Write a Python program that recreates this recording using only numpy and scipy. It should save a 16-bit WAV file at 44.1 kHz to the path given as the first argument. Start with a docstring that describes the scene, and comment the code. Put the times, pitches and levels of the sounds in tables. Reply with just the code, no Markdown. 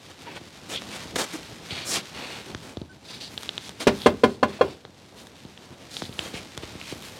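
"""Footsteps and a knock at a wooden door

Two people cross a dusty, mud-walled yard. Their sandals scuff, pat and snap on grit, and their
skirts swish over a soft rustle and a low rumble. One raps five times on a plank door, which booms
and chatters in its frame, and the walls answer. Then they shuffle round and wait. The sound is mono."""
import sys
import numpy as np
from scipy import signal
from scipy.fft import rfft, irfft, next_fast_len
from scipy.io import wavfile
from scipy.ndimage import map_coordinates

SR = 44100
rng = np.random.default_rng(int(sys.argv[2]) if len(sys.argv) > 2 else 0)


def write(x):
    x = np.atleast_2d(x).T
    wavfile.write(sys.argv[1], SR, np.round(np.clip(x, -1, 1) * 32767).astype(np.int16))


N = 317387

# Level of the background rustle, which dips after the knocks: time_s, level_db
RUSTLE_LEVEL = [(0, -55.5), (0.6, -54.5), (0.88, -45.5), (1.3, -47.5), (1.62, -51), (2.06, -50.5),
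                (2.5, -50.5), (2.88, -63), (3.45, -50.5), (3.74, -53.5), (3.97, -48), (4.38, -62.5),
                (4.8, -62.5), (5.08, -59.5), (5.82, -55), (6.1, -54), (6.6, -50), (7.2, -50)]
# The tone of the rustle, also used for the crackle in a click: pitch_hz, level_db
RUSTLE_TONE = [(300, -14.5), (900, -1.5), (2000, 0.5), (3800, 1), (6000, -5), (9000, -14.5), (12000, -45.5),
               (16000, -47)]
# The bright tone of fine dust, also used for the crack of a knuckle: pitch_hz, level_db
DUST_TONE = [(2500, -44), (5300, 0.5), (7000, -0.5), (9300, -4), (11500, -11), (16000, -22)]
# The dull tone of the room behind the door, or of earth underfoot: pitch_hz, level_db
THUD_TONE = [(30, -22), (60, -5), (100, -4.5), (200, -4), (400, 2.5), (700, -10), (1200, -16), (3000, -48)]


def amp(db):
    """Turn decibels into a number to multiply a sound by."""
    return 10 ** (np.asarray(db) / 20)


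def unit(x):
    """Scale a sound so that its average strength (rms) is 1."""
    return x / np.sqrt(np.mean(x ** 2) + 1e-20)


def along(points, hz):
    """Read between (pitch_hz, value) points, giving each octave the same room."""
    pitches, values = np.transpose(points)
    return np.interp(np.log(hz + 1), np.log(pitches), values)


def fade(t, fade_s):
    """Die away by 60 dB in fade_s seconds."""
    return np.exp(-np.log(1000) * t / fade_s)


def swell(t, rise_s):
    """Rise to 1 in rise_s seconds, then die away."""
    return (t / rise_s) * np.exp(1 - t / rise_s)


def add(track, start_s, sound):
    """Mix a sound into the track at the given time."""
    start = max(round(start_s * SR), 0)
    track[start:start + len(sound)] += sound[:max(N - start, 0)]


def coloured(x, tone):
    """Shape noise with a table of pitch_hz, level_db; the result has strength 1."""
    size = next_fast_len(len(x) + 8192)
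    gain = amp(along(tone, np.fft.rfftfreq(size, 1 / SR)))
    return unit(irfft(rfft(x, size) * gain, size)[:len(x)])


def resonant(x, hz, sharpness):
    """Make a sound ring around one pitch; the result has strength 1."""
    return unit(signal.lfilter(*signal.iirpeak(hz, sharpness, SR), x))


def wobble(per_s):
    """A smooth curve through per_s random values each second."""
    return map_coordinates(rng.standard_normal(int(N * per_s / SR) + 4), [np.arange(N) * per_s / SR])


def grains(per_s, spread_db, smooth):
    """Tiny impacts of uneven size on a bed of smooth rubbing noise."""
    size = amp(spread_db * np.clip(rng.standard_normal(N), -2, 1))
    hits = rng.random(N) < per_s / SR
    direction = np.sign(rng.standard_normal(N))
    return unit(hits * direction * size) + smooth * rng.standard_normal(N)


def click(hz, ring_db, slap_db, width_s=0.00043):
    """A dry ring of a few cycles, the single pressure spike of a slap, and a little crackle."""
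    t = np.arange(SR // 25) / SR
    ring = np.sin(2 * np.pi * hz * t) * swell(t, 0.00048) ** 3
    spike = np.exp(-((t - 0.0005) / width_s) ** 2)
    slap = signal.lfilter(*signal.butter(1, 350, "high", fs=SR), spike)
    crackle = coloured(rng.standard_normal(len(t)), RUSTLE_TONE) * swell(t, 0.0011)
    return amp(ring_db) * (ring + amp(-18) * crackle) + amp(slap_db) * slap


def rumble_and_rustle():
    """Low outdoor rumble under a rustle and a hiss, which both swell when a skirt swings."""
    # The tone of the outdoor rumble: pitch_hz, level_db
    rumble_tone = [(20, -30), (40, -28), (60, -5), (100, 0), (220, -0.5), (450, -5.5), (900, -11),
                   (2000, -27.5), (6000, -66)]
    # The tone of the fine hiss: pitch_hz, level_db
    hiss_tone = [(5000, -11.5), (8000, -7.5), (10000, -4), (12500, -5.5), (16000, -17)]
    # Swings of a long skirt: start_s, length_s, level_db
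    swishes = [(0.817, 0.32, -79), (3.28, 0.2, -56.5), (3.936, 0.19, -52.5), (5.116, 0.21, -62.5),
               (5.98, 0.43, -58), (6.857, 0.42, -56)]
    rustle_db = np.interp(np.arange(N) / SR, *np.transpose(RUSTLE_LEVEL))
    rumble_db = -48 + 0.51 * (rustle_db - rustle_db.mean())  # rises and falls with the rustle
    lumps_db, sway_db = 2 * wobble(25), 1.5 * wobble(30)
    rumble = coloured(rng.standard_normal(N), rumble_tone) * amp(rumble_db + lumps_db)
    swing = np.zeros(N)
    for start_s, length_s, level_db in swishes:
        add(swing, start_s, amp(level_db) * np.sin(np.linspace(0, np.pi, int(length_s * SR))))
    specks = grains(per_s=250, spread_db=8.2, smooth=1.65)
    rustle = coloured(specks, RUSTLE_TONE) * np.hypot(amp(rustle_db + 3), amp(-2.5) * swing)
    hiss = coloured(specks, hiss_tone) * np.hypot(amp(rustle_db - 12), swing)
    return rumble + (rustle + hiss) * amp(sway_db)


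def yard_echo(x):
    """Mud walls send back a short, scattered answer that dulls as it dies."""
    # How long the echo takes to fade at each pitch: pitch_hz, fade_s
    fade_times = [(100, 0.67), (400, 0.16), (1500, 0.2), (5000, 0.18), (14000, 0.096)]
    hz, t, bands = signal.stft(rng.standard_normal(SR // 2), SR, nperseg=256)
    tail = signal.istft(bands * fade(t, along(fade_times, hz)[:, None]), SR, nperseg=256)[1]
    tail *= np.clip(np.arange(len(tail)) / SR / 0.02, 0, 1) ** 2  # builds up over 20 ms
    return signal.fftconvolve(x, tail / np.linalg.norm(tail))[:N]


def grit():
    """Grains burst underfoot in sharp spikes; loose ones tick at random, just above the rustle."""
    # A grain of grit or a crumb of earth bursts: start_s, level_db, spike_width_s
    cracks = [(0.82, -17.5, 0.000058), (2.5481, -11.5, .00007), (3.112, -29, 0.000031),
              (3.4324, -16, 0.00003), (3.693, -15.5, 0.000035), (3.8047, -21, 0.00012),
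              (4.851, -24, 0.00017), (5.27, -25, 0.000037), (6.0204, -15, 0.000088),
              (6.5766, -11.5, 0.000038), (7.024, -23, 0.000021)]
    ring_hz, ticks_per_s = 3610, 5.1
    out = np.zeros(N)
    for start_s, level_db, width_s in cracks:
        add(out, start_s, click(ring_hz, level_db - 6.5, level_db, width_s))
    for when, softness, pitch in rng.random((int(ticks_per_s * N / SR), 3)):
        start_s = when * N / SR
        level_db = np.interp(start_s, *np.transpose(RUSTLE_LEVEL)) + 13 - 2 * softness
        add(out, start_s, click(ring_hz * (0.8 + 0.6 * pitch), level_db, level_db, width_s=0.00004))
    return out


def heel_pats():
    """A soft, low heel thud that falls quickly in pitch, with a puff of earth and a tick of grit."""
    # Heels land on the packed earth: start_s, level_db, pitch_drop_hz
    landings = [(.413, -36.5, 620), (1.056, -34, 450), (1.709, -36, 344), (1.724, -30.5, 120),
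                (2.548, -27, 540), (2.771, -23.5, 546), (2.816, -28.5, 348), (4.852, -40, 620),
                (5.451, -33.5, 417), (6.021, -27, 670), (6.039, -34, 295), (6.093, -33, 297),
                (6.191, -30.5, 348), (6.341, -28, 420), (6.576, -31, 494), (6.634, -30.5, 560),
                (6.753, -33, 504), (6.925, -27, 593)]
    out, t = np.zeros(N), np.arange(SR // 10) / SR
    for start_s, level_db, drop_hz in landings:
        end_hz = 80 * np.exp(0.17 * rng.standard_normal())
        pitch_hz = end_hz + drop_hz * np.exp(-t / 0.0025)
        pat = -np.sin(2 * np.pi * np.cumsum(pitch_hz) / SR) * fade(t, 0.045)
        puff = coloured(rng.standard_normal(len(t)), THUD_TONE) * swell(t, 0.0032)
        add(out, start_s, amp(level_db + 4.5) * (pat + amp(-18) * puff))
        add(out, start_s, click(hz=3800, ring_db=level_db - 3.5, slap_db=level_db - 3.5))
    return out


def sandal_snaps():
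    """A sandal snaps against the foot and rings briefly over a soft slap."""
    # Each snap of a sandal: start_s, level_db, pitch_hz
    snaps = [(.3676, -25.5, 2910), (1.1593, -19, 3550), (1.708, -20, 3380), (3.3775, -15, 3530),
             (3.4914, -12.5, 3450), (3.579, -13.5, 3460), (4.0184, -21.5, 4170), (5.576, -28, 3100),
             (5.9445, -29, 3970), (5.9678, -16, 3470), (6.038, -27, 3530), (6.0535, -28, 3600),
             (6.127, -31, 3500), (6.192, -10, 3100), (6.814, -22, 2640)]
    out = np.zeros(N)
    for start_s, level_db, pitch_hz in snaps:
        add(out, start_s, click(pitch_hz, ring_db=level_db, slap_db=level_db - 11))
    return out


def sole_squeaks():
    """Rubber grips and slips on hard ground many times in a row, making a short buzz or squeak."""
    # Each run of quick slips: start_s, length_s, pitch_hz, level_db
    squeaks = [(0.269, 0.023, 940, -37), (1.336, 0.028, 314.5, -28.5), (2.891, 0.04, 1515, -47)]
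    out = np.zeros(N)
    for start_s, length_s, pitch_hz, level_db in squeaks:
        progress = np.linspace(0, 1, int(length_s * SR))
        phase = 2 * np.pi * pitch_hz * length_s * progress
        buzz = np.sin(phase) + amp(-21) * sum(np.sin(k * phase) for k in range(2, 7))
        add(out, start_s, amp(level_db) * buzz * np.abs(np.sin(np.pi * progress)) ** 0.5)
    return out


def sole_scuffs():
    """A sliding sole rolls sand and dust; its hollow and the gap under it ring with the grains."""
    # Soles drag over the dust: start_s, rise_s, length_s, level_db, weight_db, dust_db, sand_pitch_hz
    strokes = [(0.081, .025, 0.046, -50, 2.5, -6, 3500), (0.243, 0.031, 0.15, -48, 3, -15, 2700),
               (0.349, 0.01, 0.041, -44.5, 0.5, -9, 3000), (0.687, 0.017, 0.091, -41.5, 3, 1, 2950),
               (0.895, 0.058, 0.089, -42, 1, -3.5, 3080), (1.156, 0.0026, 0.017, -32, 7, 2.5, 3500),
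               (1.169, 0.018, 0.089, -33, 4, .5, 3720), (1.328, 0.0047, 0.047, -45.5, 5, 2, 3720),
               (1.697, .008, 0.2, -36, -8, -14, 3240), (1.847, 0.055, 0.15, -39, -2.5, 8, 4500),
               (1.9, 0.049, 0.12, -33, -5, -8.5, 3240), (2.112, 0.068, 0.34, -40.5, -2, -12.5, 3000),
               (2.621, 0.0089, 0.14, -52.5, 6, -1.5, 3400), (3.035, .07, 0.17, -42.5, -9, -10, 4130),
               (3.201, 0.013, 0.093, -38.5, -14.5, -11, 4200), (3.605, 0.079, 0.084, -44, -11, -4.5, 3560),
               (3.796, 0.0099, 0.056, -36.5, 0, -3.5, 3470), (4.262, .02, 0.12, -51, -6, -6, 3700),
               (4.465, 0.03, 0.15, -47, 1.5, -9.5, 3340), (4.632, 0.017, 0.14, -49, -4, -9.5, 3460),
               (5.15, 0.021, 0.095, -52, -6, -6, 3680), (5.897, 0.044, 0.14, -42, -11, -3, 4100),
               (6.013, 0.011, 0.091, -45.5, -9, -6.5, 4200), (6.174, 0.021, 0.16, -44, 1.5, -4, 3350),
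               (6.329, 0.015, 0.081, -40, -4.5, -8.5, 2660), (6.62, 0.013, 0.03, -44.5, 1, -13, 3000),
               (6.825, 0.075, 0.12, -42, -9.5, -6, 3100)]
    # A trapped pebble skids and rings: start_s, length_s, pitch_hz, level_db
    skids = [(0.722, 0.076, 3330, -31), (3.964, 0.16, 3470, -40)]
    # The tones of the sole's hollow, of its rubbing and of the sand: pitch_hz, level_db
    hollow_tone = [(60, -23), (150, -6), (230, -0.5), (330, 3), (420, 0), (540, 0), (700, -13),
                   (1400, -35.5)]
    rub_tone = [(250, -71), (650, 2.5), (1000, -2), (1800, -1.5), (2400, -5.5), (4500, -41)]
    sand_tone = [(1000, -40), (2200, -1.5), (3400, -4.5), (4600, -3), (6000, -10.5), (10000, -35)]
    out, t = np.zeros(N), np.arange(N) / SR
    hollow = coloured(grains(per_s=1500, spread_db=2.2, smooth=0.31), hollow_tone)
    rub = coloured(grains(per_s=2000, spread_db=2.9, smooth=1.0), rub_tone)
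    sand = coloured(grains(per_s=1200, spread_db=3, smooth=0.5), sand_tone)
    dust = coloured(grains(per_s=2700, spread_db=3.2, smooth=0.63), DUST_TONE)
    for start_s, rise_s, length_s, level_db, weight_db, dust_db, sand_hz in strokes:
        span = slice(int(start_s * SR), int((start_s + length_s) * SR))
        release_s = rise_s + 0.47 * (length_s - rise_s)
        pressure = np.interp(t[span] - start_s, [0, rise_s, release_s, length_s], [0, 1, 1, 0]) ** 0.77
        # weight on the foot brings out both the hollow and the rubbing
        body = amp(weight_db - 2.5) * hollow[span] + amp(0.76 * weight_db - 1) * rub[span]
        scrape = resonant(sand[span], sand_hz, sharpness=2.24) + amp(dust_db) * dust[span]
        # reflections from shoe and ground colour every stroke differently
        delays_s = rng.uniform(0.0004, 0.005, size=3)
        scrape += sum(0.23 * np.roll(scrape, int(delay * SR)) for delay in delays_s)
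        add(out, start_s, amp(level_db) * pressure * (body + scrape))
    for start_s, length_s, pitch_hz, level_db in skids:
        arch = np.sin(np.linspace(0, np.pi, int(length_s * SR)))
        add(out, start_s, amp(level_db) * arch * resonant(sand, pitch_hz, sharpness=9)[:len(arch)])
    return out * amp(-0.5 + 1.04 * wobble(110))  # the sole catches and lets go


def door_knocks():
    """Each rap bends the planks in a wave that bounces back, rings the door and shakes the frame."""
    # Knuckles on the door, five raps and two faint touches:
    # start_s, level_db, blow_pitch_hz, rise_s, boom_db, bright_db, favoured_pitch_hz
    raps = [(3.869, 0, 443, .0009, -2.5, -18, 1620), (4.060, 1.5, 465, 0.0014, -1.5, -0.5, 2076),
            (4.2144, -44, 620, 0.0014, -15, -13, 740), (4.235, -2, 481, 0.0023, 2, 3, 792),
            (4.428, -4.5, 517, 0.00096, -1.5, 5, 1077), (4.5913, -28.5, 700, .001, -8, -20, 730),
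            (4.61, -1.5, 511, 0.0016, -25, 4.5, 403)]
    # The door's own ringing notes: pitch_hz, level_db, fade_s
    door_notes = [(95.2, -31.5, 0.36), (147, -33, 0.15), (204.7, -24.5, 0.38), (230, -14, 0.14),
                  (281, -4.5, 0.053), (339, -28, 0.2), (393.3, -18.5, 0.2), (481, -22, 0.11),
                  (494, -28, 0.038), (603.6, -8.5, 0.098), (617, -42, 0.19), (766, -13.5, 0.082),
                  (826, -24, 0.12), (1027, -5.5, 0.059), (1108, -20.5, 0.08), (1212, -6, 0.025),
                  (1426, -19, 0.087), (1526, -13, 0.049), (1690, -20, 0.077), (1732, -13.5, 0.034),
                  (2120, -25.5, 0.089), (2390, -30, 0.096), (2440, -18.5, 0.029), (2730, -20.5, 0.05),
                  (3240, -19, 0.058), (3550, -33, 0.049), (4300, -15, 0.029)]
    # The tone of the door chattering in its frame: pitch_hz, level_db
    chatter_tone = [(200, 6), (700, 10.5), (1500, 6.5), (3500, 1), (5500, -7), (9000, -28.5), (16000, -38)]
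    out, t = np.zeros(N), np.arange(SR // 2) / SR
    note_hz, note_db, fade_s = np.transpose(door_notes)
    direction = -(-1) ** np.arange(len(note_hz))  # neighbouring notes swing opposite ways
    boom_share = along([(280, 0.88), (400, 0.16)], note_hz)
    bright_share = along([(600, 0), (1000, 0.82)], note_hz)
    for start_s, level_db, blow_hz, rise_s, boom_db, bright_db, favoured_hz in raps:
        blow = -amp(level_db - 3) * np.sin(2 * np.pi * blow_hz * t) * swell(t, rise_s)
        add(out, start_s, blow)
        add(out, start_s + 2.13 / blow_hz, 0.7 * blow)  # back from the edge after 2.13 cycles
        # the spot that is struck favours the notes near one pitch
        spot_db = 16.5 * np.exp(-(np.log(note_hz / favoured_hz) / 0.025) ** 2)
        struck_db = note_db + boom_db * boom_share + bright_db * bright_share + spot_db
        gains = direction * amp(struck_db + rng.standard_normal(len(note_hz)))
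        pitch_hz = note_hz * (1 + 0.0084 * rng.standard_normal(len(note_hz)))
        notes = np.sin(2 * np.pi * pitch_hz[:, None] * t) * fade(t, fade_s[:, None])
        ring = gains @ notes * (1 - np.exp(-t / 0.0063))  # the notes need a moment to build
        # a swinging panel shakes the frame; a crisp rap hardly does
        chatter_db = -10 + 0.37 * boom_db - 0.3 * bright_db
        chatter = coloured(rng.standard_normal(len(t)), chatter_tone)
        chatter *= (1 - np.exp(-t / 0.0069)) * fade(t, 0.077)
        room_boom = coloured(rng.standard_normal(len(t)), THUD_TONE)
        room_boom *= (1 - np.exp(-t / 0.0095)) * fade(t, 0.28)
        knuckle = coloured(rng.standard_normal(len(t)), DUST_TONE) * swell(t, 0.006)
        clatter = amp(chatter_db) * (chatter + amp(-26) * knuckle)
        add(out, start_s, amp(level_db) * (amp(0.3) * ring + clatter + amp(-20.5) * room_boom))
    return out


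def scene():
    """Door, feet and their echo over the rumble and rustle, the same in both channels."""
    door = door_knocks()
    feet = sole_scuffs() + sole_squeaks() + sandal_snaps() + grit() + heel_pats()
    echo = yard_echo(amp(-21.5) * door + amp(-21) * feet)
    mono = door + feet + echo + rumble_and_rustle()
    return np.array([mono, mono])


def record(dry):
    """The microphone drops the deepest bass; hard peaks are rounded and the highest treble is cut."""
    bottom_hz, top_hz = 46, 16000
    thin = signal.lfilter(*signal.butter(4, bottom_hz, "high", fs=SR), dry)
    rounded = thin / (1 + np.abs(thin) ** 8) ** (1 / 8)
    size = next_fast_len(N + SR // 2)
    kept = np.fft.rfftfreq(size, 1 / SR) < top_hz
    return irfft(rfft(rounded, size) * kept, size)[:, :N]


dry = scene()
out = record(dry)
write(out)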